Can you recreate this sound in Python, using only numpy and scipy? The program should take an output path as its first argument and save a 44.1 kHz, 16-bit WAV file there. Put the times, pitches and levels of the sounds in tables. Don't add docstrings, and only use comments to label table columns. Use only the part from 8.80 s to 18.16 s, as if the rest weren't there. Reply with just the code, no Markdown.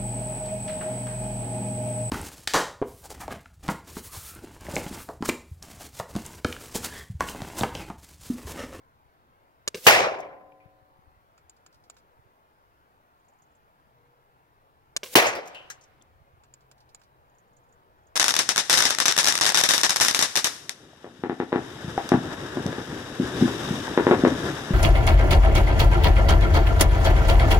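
import sys
import numpy as np
from scipy import signal
from scipy.io import wavfile
from scipy.ndimage import uniform_filter1d

SR = 44100
rng = np.random.default_rng(int(sys.argv[2]) if len(sys.argv) > 2 else 0)


def linear_from_db(decibels):
    return 10 ** (np.asarray(decibels, float) / 20)


def transcribe(signal):
    frames = np.atleast_2d(signal).T
    limited = np.clip(frames, -1, 1)
    pcm = np.round(limited * 32767).astype(np.int16)
    wavfile.write(sys.argv[1], SR, pcm)


N = 412599

# pitch_hz, level_db (per Hz)
FIELD_COLOUR = [(20, -4), (35, -12), (60, -1.5), (120, -5.5), (190, -13), (400, -10.5), (950, -5.5),
                (1400, -11), (2100, -19.5), (3000, -24.5), (5700, -32.5), (9000, -38), (13000, -33),
                (16000, -36)]
# pitch_hz, likeness (-1..1)
FIELD_SAME = [(40, 0.079), (130, 0.65), (400, 0.99), (1200, 0.81), (3000, 0.24), (6000, 0.03)]
# time_s, level_db
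TRAFFIC = [
    (0, 1.5),
    (5.5, 1),
    (6.6, 0.5),
    (9.4, 3),
]
# time_s, level_db
GUSTS = [
    (0, 1.5),
    (1.4, 1.5),
    (2.5, 1.5),
    (4.5, -1),
    (6.4, 1.5),
    (7.3, 5),
    (8, 0.5),
    (9.4, 1.5),
]
# pitch_hz, closest_s, level_db, half_width_s
DRONES = [
    (138, 5.1, -75, 0.39),
    (131, 7.2, -72.5, 1.5),
    (478, 5.35, -74.5, 0.29),
    (483, 8.8, -80.5, 0.44),
]
FIELD_DB = -62.5
DUCKS_DB, DUCK_FALL_S, DUCK_RECOVER_S = (-8, -2), .15, 0.35

# start_s, peak_db, pitch_hz, pan_db
PUFFS = [(0.253, -55, 85.6, 24.5), (1.855, -48, 115, 29), (2.02, -53, 99.6, 22), (2.186, -50, 127, 18),
         (2.268, -50, 61.2, 20), (2.365, -55, 56.5, -21), (2.478, -56, 53.6, 15), (2.953, -56, 72.7, -15),
         (3.387, -56, 100, -31), (3.455, -52.5, 96, -20), (5.069, -52, 167, 17.5), (6.979, -52, 91, -18),
         (7.349, -51, 53.8, -11.5), (7.412, -49.5, 102, -24), (7.53, -47, 84, -9), (8.78, -55, 111, -12),
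         (9.095, -54.5, 70.0, -12)]

# start_s, peak_db
TICKS = [(4.4827, -68), (4.62, -66.5), (4.75, -70), (8.582, -65), (8.7654, -65), (8.923, -65),
         (9.2676, -68.5)]
# after_s, level_db
TOUCHES = [
    (-.087, -11),
    (-.035, -8.5),
    (0, 3),
    (.016, -8),
]
TICK_HZ, TICK_SPREAD_HZ = 6940, 110

# first_s, second_s, peak_db (of the steel), body_db and tick_db (relative to
BOLT = [(2.578, 7.636, -58, 7.5, 2), (2.696, 7.739, -38, -17, -9), (2.766, 7.808, -67, -8, 8),
        (2.863, 7.914, -47.5, 3, 1.5), (2.927, 7.980, -72, -5, 16), (2.944, 8.004, -73, -7, 19.5),
        (3.039, 8.091, -71.5, -10, 17.5), (3.099, 8.147, -34, -6, -6), (3.144, 8.196, -64, -8, -4),
        (3.167, 8.216, -67, 15.5, 15.5), (3.184, 8.235, -63, -1, 7)]
# pitch_hz, width_hz, level_db
STEEL = [(7120, 660, 13), (7130, 300, -39.5), (5340, 170, -12), (2830, 880, -5)]
# pitch_hz, width_hz, level_db
STOCK = [(1300, 580, 5), (830, 530, 2), (2340, 430, 1)]
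LATCH_T60_S, SLIDE_T60_S, LATCH_ABOVE_DB, BOLT_PANS_DB = 0.03, 0.055, -49, (-1.5, -4)

# start_s, splash_peak_db, ring_hz, ring_peak_db, ring_t60_s
FRAGMENTS = [(1.174, -73, 5830, -27.5, 0.24), (1.387, -59, 6500, -57, .063), (1.402, -37, 5920, -48, 0.06),
             (1.719, -59, 2400, -55, 0.023), (1.801, -80, 2290, -58.5, .32),
             (6.466, -49, 6300, -25.5, 0.16), (6.55, -25, 4830, -38.5, 0.2), (6.655, -40, 5860, -49, 0.17),
             (6.674, -30, 6050, -44.5, 0.074), (6.746, -37, 4250, -52, 0.11), (6.9, -25, 6250, -33.5, 0.11),
             (7.01, -59, 6000, -52, 0.14), (7.037, -76, 6200, -53, .047), (7.213, -56, 3260, -56.5, 0.024),
             (7.222, -42, 6860, -50.5, 0.015)]
# start_s, ring_peak_db, clatter_peak_db, clatter_t60_s
CLANKS = [
    (6.7455, -37.5, -39, .18),
    (6.9005, -34.5, -38, .14),
]
# pitch_hz, level_db, t60_s
TRAYS = [
    [(2500, -5, .3), (2700, -2, .38), (2890, 0, .45), (3050, -4, .36)],
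    [(1390, 0, .05), (1650, 0, .12), (1910, -8, .14), (4050, -7, .057)],
]
SPLASH_SHARE = 0.61
RATTLE_S, RATTLE_DB, RATTLE_T60_S = 6.55, -43.5, 1.54

# start_s, blow_db, long_ring_db, thud_hz, thud_db
STRIKES = [
    (1.0665, 1, -33, 260, -21),
    (6.3542, -1, -47, 295, -11),
]
# clap_db, body_db, body_t60_s, swell_after_s, swell_db
ROAR = [
    (-12, -19, 0.8, 0.131, -29.5),
    (-13.5, -22, 0.68, 0.096, -34.5),
]
# pitch_hz, level_db (per Hz)
ROAR_COLOUR = [(60, -32), (95, -21.5), (190, -27.5), (300, -21.5), (390, -8.5), (580, -8), (900, -6.5),
               (1400, -9.5), (2400, -5.5), (4000, -15.5), (5600, -15.5), (8500, -22.5), (16000, -22)]
# pitch_hz, share of the treble loss (ratio)
DAMPING = [(60, -.1), (170, -.4), (330, .12), (600, 0), (1100, .1), (2300, .45), (3000, .8), (4500, 1.0),
           (7500, 1.3), (9000, 1.9), (16000, 2.9)]
# pitch_hz, likeness (-1..1)
ROAR_SAME = [(60, .7), (600, .6), (1500, .45), (4000, .45), (15000, .45)]
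# pitch_hz, level_db, t60_s
PLATE = [(296, -16, 2.4), (382, -9, 1.1), (415, -16, 1.8), (490, -13, 1.4), (540, -6, 2.0), (586, -6, 1.1),
         (648, -8, 1.6), (693, -11, 1.5), (750, -5, 2.0), (807, -6, .8), (855, -9, 1.3), (931, -11, 1.2),
         (1022, -2, 1.4), (1163, -8, .9)]
# pitch_hz, level_db, t60_s
PANEL = [(587, -7, 0.99), (641, -3, 0.54), (732, -5, 0.43), (765, -2, 0.37), (850, -11.5, 1.3),
         (990, -5, 0.43), (1058, -5.5, 1.2), (1190, -14, 0.31), (1220, -6.5, 0.25), (1350, 0.5, 0.14),
         (1400, -14, 0.65), (1440, -7, 0.3)]
PANEL_DB = 8
THUD_T60_S, CLAP_T60_S, ROAR_S = .07, 0.14, 1.1
SWELL_WIDTH_S = 0.083
TREBLE_LOSS_DB_PER_S = (62.5, 57)
CAVITY_HZ, CAVITY_WIDTH_HZ, CAVITY_DB, CAVITY_GROW_DB_PER_S = 619.5, 380, -7.5, 20
CRACKLE_DB, CRACKLE_S = 1.4, .007

# left_db (by the first echo), closest_db, closest_s (before the slam)
WHIZZ = [
    (-49.5, -32, 0.0013),
    (-46, -36.5, .009),
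]
# pitch_hz, level_db (per Hz)
WHIZZ_COLOUR = [(200, -11), (500, -1), (1100, -13.5), (2500, -5), (6000, -4), (12000, -5), (16000, -6)]
WHIZZ_FADE_DB_PER_S, WHIZZ_GROW_DB_PER_S, WHIZZ_STEADY_DB = 201.5, 599.5, -54
HUM_HZ, HUM_WIDTH_HZ, HUM_DB = 500, 60, -15

# start_s, peak_db
SHOTS = [
    (0.8782, -15.5),
    (6.1657, -15),
]
# delay_s, level_db, pulse_hz
MUZZLE = [
    (-.0018, -17, 1500),
    (0, 0, 5500),
    (.0017, -5, 5800),
]
# delay_s, level_db, dulled_above_hz, scatter_t60_s
ECHOES = [(.068, -5.5, 3400, 0.0552), (.073, -8.5, 2900, 0.079), (.078, -12.5, 2900, .1),
          (0.0963, -18.5, 4000, 0.074), (.102, -21, 3500, .1), (.108, -22.5, 3500, 0.13)]
GROUND_S, GROUND_DB = .0052, -3


def evened(x):
    return x / np.sqrt(np.mean(x ** 2) + 1e-20)


def peaked(x):
    return x / abs(x).max()


def read(points, hz):
    f, value = np.transpose(points)
    return np.interp(np.log(hz + 1), np.log(f + 1), value)


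def summed(*levels_db):
    return 10 * np.log10(sum(linear_from_db(db) ** 2 for db in levels_db))


def add(mix, s, sound, pan_db=0, lag=0):
    for side, (row, sign) in enumerate(zip(sound * np.ones((2, 1)), (1, -1))):
        part = mix[side, round(s * SR) + side * lag:][:len(row)]
        part += linear_from_db(sign * pan_db / 2) * row[:len(part)]


def dulled(x, hz, kind="low"):
    return signal.lfilter(*signal.butter(2, np.clip(hz, 20, 20000), kind, fs=SR), x)


def resonate(x, hz, width):
    turn = np.exp(2j * np.pi * hz * np.arange(x.shape[-1]) / SR)
    r = np.exp(-np.pi * width / SR)
    return 2 * (turn * signal.lfilter([1 - r], [1, -r], x / turn)).real


def resonate_twice(x, hz, width, next_width):
    return resonate(resonate(x, hz, width), hz, next_width)


def noise(count, size, level_db, same, lag=0, patchy_db=0):
    hop = size // 4
    t = np.arange(count // hop + 5)[None] * hop / SR
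    hz = np.fft.rfftfreq(size, 1 / SR)[:, None]
    a, b, c, d, patches = rng.standard_normal((t.size, hz.size, 5)).T
    patches = uniform_filter1d(patches, size=5, axis=0)
    patches = evened(uniform_filter1d(patches, size=9, axis=1))
    like = np.clip(read(same, hz), -1, 1)
    left = a + 1j * b
    right = like * left * np.exp(-2j * np.pi * hz * lag / SR)
    right = right + np.sqrt(1 - like ** 2) * (c + 1j * d)
    z = np.array([left, right]) * linear_from_db(level_db(t, hz) + patchy_db * patches)
    return signal.istft(z, nperseg=size, noverlap=size - hop)[1][:, :count]


def burst(t60, rise=0.00013, count=SR // 2):
    t = np.arange(count) / SR
    z = rng.standard_normal((3, count))
    fall = linear_from_db(-60 * t / np.clip(t60, .01, .9))
    return (.8 * z[0] + .6 * z[1:]) * (1 - np.exp(-t / rise)) * fall


def ducking(t):
    gain_db = 0
    for (s, *_), db in zip(STRIKES, DUCKS_DB):
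        since = np.maximum(t - s, 0)
        gain_db = gain_db + db * (1 - np.exp(-since / DUCK_FALL_S)) * np.exp(-since / DUCK_RECOVER_S)
    return gain_db


def field():
    def level(t, hz):
        road = np.interp(t, *np.transpose(TRAFFIC)) / (1 + (hz / 3000) ** 2)
        gusts = np.interp(t, *np.transpose(GUSTS)) / (1 + (hz / 200) ** 2)
        return read(FIELD_COLOUR, hz) + road + gusts + ducking(t)

    t = np.arange(N) / SR
    out = linear_from_db(FIELD_DB) * evened(noise(N, 2048, level, FIELD_SAME, lag=18, patchy_db=1.86))
    preamp_hiss = dulled(rng.standard_normal((2, N)), 11500, "high")
    out += linear_from_db(-77.5 + ducking(t)) * preamp_hiss
    for hz, s, db, width_s in DRONES:
        near = 1 / (1 + ((t - s) / width_s) ** 4)
        engine = resonate_twice(rng.standard_normal(N), hz, 8.9, 20)
        out += linear_from_db(db) * near * evened(engine)
    return out * linear_from_db(np.array([[.7], [-.7]]))


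def wind():
    out, t = np.zeros((2, N)), np.arange(3000) / SR
    for s, db, hz, pan_db in PUFFS:
        u = 2 * np.pi * max(hz, 70) * t - 5.0
        add(out, s, linear_from_db(db - 8.0) * np.sin(-u) * np.exp(-(u / 3.3) ** 2), pan_db)
    return out


def swivel():
    out = np.zeros((2, N))
    for s, db in TICKS:
        for after, touch_db in TOUCHES:
            hz = TICK_HZ + TICK_SPREAD_HZ * rng.standard_normal()
            tick = resonate_twice(burst(0.047, rise=0.0019, count=4000), hz, 940, 1500)
            add(out, s + after, linear_from_db(db + touch_db + 5.5) * peaked(tick), pan_db=-7.5, lag=8)
    return out


def struck(knock, modes):
    return sum(linear_from_db(db) * evened(resonate_twice(knock, hz, w, 2 * w)) for hz, w, db in modes)


def bolt():
    out = np.zeros((2, N))
    for *times, db, body_db, tick_db in BOLT:
        t60 = LATCH_T60_S if db > LATCH_ABOVE_DB else SLIDE_T60_S
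        for s, pan_db in zip(times, BOLT_PANS_DB):
            knock = burst(t60, rise=0.000087, count=5000)
            tick = dulled(burst(1.45 * t60, count=5000), 1800, "high")
            tick += linear_from_db(12) * resonate_twice(tick, 4600, 2500, 3500)
            sound = peaked(struck(knock, STEEL))
            sound = sound + linear_from_db(body_db) * peaked(struck(knock, STOCK))
            sound = sound + linear_from_db(tick_db) * peaked(tick)
            add(out, s - .0005, linear_from_db(db - 0.5) * sound, pan_db, lag=5)
    return out


def fragments():
    out = np.zeros((2, N))
    for s, db, hz, ring_db, t60 in FRAGMENTS:
        splash = dulled(burst(SPLASH_SHARE * t60, rise=0.00093, count=11000), 1450, "high")
        ring = resonate_twice(burst(t60, rise=.001, count=11000), hz, hz ** 2 / 20000, hz / 3)
        sound = linear_from_db(db - 10.5) * peaked(splash) + linear_from_db(ring_db + 4.0) * peaked(ring)
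        add(out, s, sound, pan_db=2.0, lag=10)
    for (s, db, clatter_db, clatter_t60), tray in zip(CLANKS, TRAYS):
        clatter = dulled(dulled(burst(clatter_t60, rise=.0002), 860, "high"), 3300)
        add(out, s, linear_from_db(clatter_db) * peaked(clatter), pan_db=4.0, lag=10)
        for hz, mode_db, t60 in tray:
            ring = resonate_twice(burst(t60, rise=0.00038), hz, 120, 640)
            add(out, s, linear_from_db(db + mode_db) * peaked(ring), pan_db=4.5, lag=10)
    t = np.arange(SR) / SR
    trickle = dulled(dulled(rng.standard_normal((2, SR)), 350, "high"), 1730)
    fall = linear_from_db(RATTLE_DB - 60 * t / RATTLE_T60_S) * signal.windows.tukey(SR, .3)
    add(out, RATTLE_S, evened(trickle) * fall)
    return out


def plate_roar(t, strike_roar, loss_db):
    def colour(u, hz):
        return read(ROAR_COLOUR, hz) - read(DAMPING, hz) * loss_db * np.minimum(u, ROAR_S)

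    clap_db, body_db, t60, swell_s, swell_db = strike_roar
    clap = clap_db - 60 * t / CLAP_T60_S
    body = body_db - 60 * t / t60
    swell = swell_db - 10 * np.minimum(((t - swell_s) / SWELL_WIDTH_S) ** 2, 20)
    modes = noise(len(t), 512, colour, ROAR_SAME, lag=9, patchy_db=2.2)
    modes *= np.clip((ROAR_S - t) / 0.24, 0, 1)
    cavity = resonate_twice(modes, CAVITY_HZ, CAVITY_WIDTH_HZ, 2 * CAVITY_WIDTH_HZ)
    cavity = cavity * linear_from_db(CAVITY_DB + CAVITY_GROW_DB_PER_S * np.minimum(t, .3))
    crackle = evened(uniform_filter1d(rng.standard_normal(len(t)), round(CRACKLE_S * SR)))
    return (modes + cavity) * linear_from_db(summed(clap, body, swell) + 3 + CRACKLE_DB * crackle)


def plate_rings(t, ring_db):
    rings = 0
    for hz, db, t60 in PLATE + [(f, g + PANEL_DB, min(r, .8)) for f, g, r in PANEL]:
        phase = rng.uniform(0, 6.6) + np.array([[0], [.6]])
        rings = rings + linear_from_db(ring_db + db - 60 * t / t60) * np.sin(2 * np.pi * hz * t + phase)
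    rings = rings * (1 - np.exp(-t / 0.12)) * linear_from_db(np.array([[1.5], [-1.5]]))
    return rings * np.clip((t[-1] - t) / .3, 0, 1)


def backstop():
    out, count = np.zeros((2, N)), 3 * SR // 2
    t = np.arange(count) / SR
    for strike, strike_roar, loss_db in zip(STRIKES, ROAR, TREBLE_LOSS_DB_PER_S):
        s, blow_db, ring_db, thud_hz, thud_db = strike
        roar = plate_roar(t, strike_roar, loss_db)
        thud = evened(resonate_twice(rng.standard_normal(count), thud_hz, 200, 300))
        roar += linear_from_db(thud_db - 60 * t / THUD_T60_S) * thud
        roar *= np.clip(t / .0006 - 1, 0, 1)
        u = (t - .0004) / .0002
        shock = linear_from_db(blow_db) * (1 - u ** 2) * np.exp(-u ** 2 / 2)
        add(out, s, roar + shock + plate_rings(t, ring_db), pan_db=0.72)
    ceiling = .8
    return dulled(ceiling * np.tanh(out / ceiling), 70, "high")


def pellet():
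    out = np.zeros((2, N))
    for (shot, _), (lands, *_), (left_db, near_db, early) in zip(SHOTS, STRIKES, WHIZZ):
        t = np.arange(shot + ECHOES[0][0], lands - early, 1 / SR)
        leaving = left_db - WHIZZ_FADE_DB_PER_S * (t - t[0])
        nearing = near_db - WHIZZ_GROW_DB_PER_S * (t[-1] - t)
        db = summed(leaving, WHIZZ_STEADY_DB, nearing)
        hiss = noise(5400, 256, lambda u, hz: read(WHIZZ_COLOUR, hz) + 0 * u, ROAR_SAME)[:, :len(t)]
        hum = evened(resonate_twice(hiss[:1], HUM_HZ, HUM_WIDTH_HZ, HUM_WIDTH_HZ))
        whizz = (evened(hiss) + linear_from_db(HUM_DB) * hum) * linear_from_db(db + 4.5)
        add(out, t[0], whizz * signal.windows.tukey(len(t), .05))
    return out


def report():
    t, out = np.arange(1400) / SR - .003, np.zeros((2, 1400))
    for s, db, hz in MUZZLE:
        u = 2 * np.pi * hz * (t - s)
        out += linear_from_db(db) * -u * np.exp(.5 - u ** 2 / 2)
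        puff = rng.standard_normal((2, 1400)) * (t > s) * linear_from_db(-60 * abs(t - s) / .025)
        out += linear_from_db(db - 19) * puff
    tube = linear_from_db(-2) * resonate(out, 7000, 1300)
    tube += linear_from_db(6.5) * resonate(resonate(out, 410, 200), 460, 300)
    tube += linear_from_db(4.0) * resonate(out, 110, 80)
    out += tube
    bounce = round(GROUND_S * SR)
    out[:, bounce:] += linear_from_db(GROUND_DB) * out[:, :-bounce]
    return out * np.cos(np.linspace(0, np.pi / 2, 1400)) ** 2


def rifle():
    out = np.zeros((2, N))
    for s, db in SHOTS:
        crack = linear_from_db(db + 9.5) * dulled(report(), 8300)
        add(out, s - .003, crack, lag=7)
        add(out, s, linear_from_db(db - 43.5) * dulled(burst(.35), 7000))
        for delay, echo_db, dull_hz, t60 in ECHOES:
            taps = linear_from_db(-26.5) * burst(t60, count=9000)
            taps[:, [0, 16]] = 1, .7
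            back = signal.fftconvolve(crack[:1, :190], taps, axes=1)
            back += linear_from_db(5.5) * resonate_twice(back, 430, 170, 260)
            add(out, s + delay - .003, linear_from_db(echo_db) * dulled(back, dull_hz))
    return dulled(out, 77, "high")


def scene():
    return field() + wind() + swivel() + bolt() + fragments() + backstop() + pellet() + rifle()


def low_pass(x):
    return signal.sosfilt(signal.butter(12, 16800, fs=SR, output="sos"), x)


def record(dry):
    edge = signal.firwin(255, 15950, window=("kaiser", 5), fs=SR)
    mix = signal.oaconvolve(dry, edge[None], "same")
    return low_pass(mix)


dry = scene()
out = record(dry)
transcribe(out)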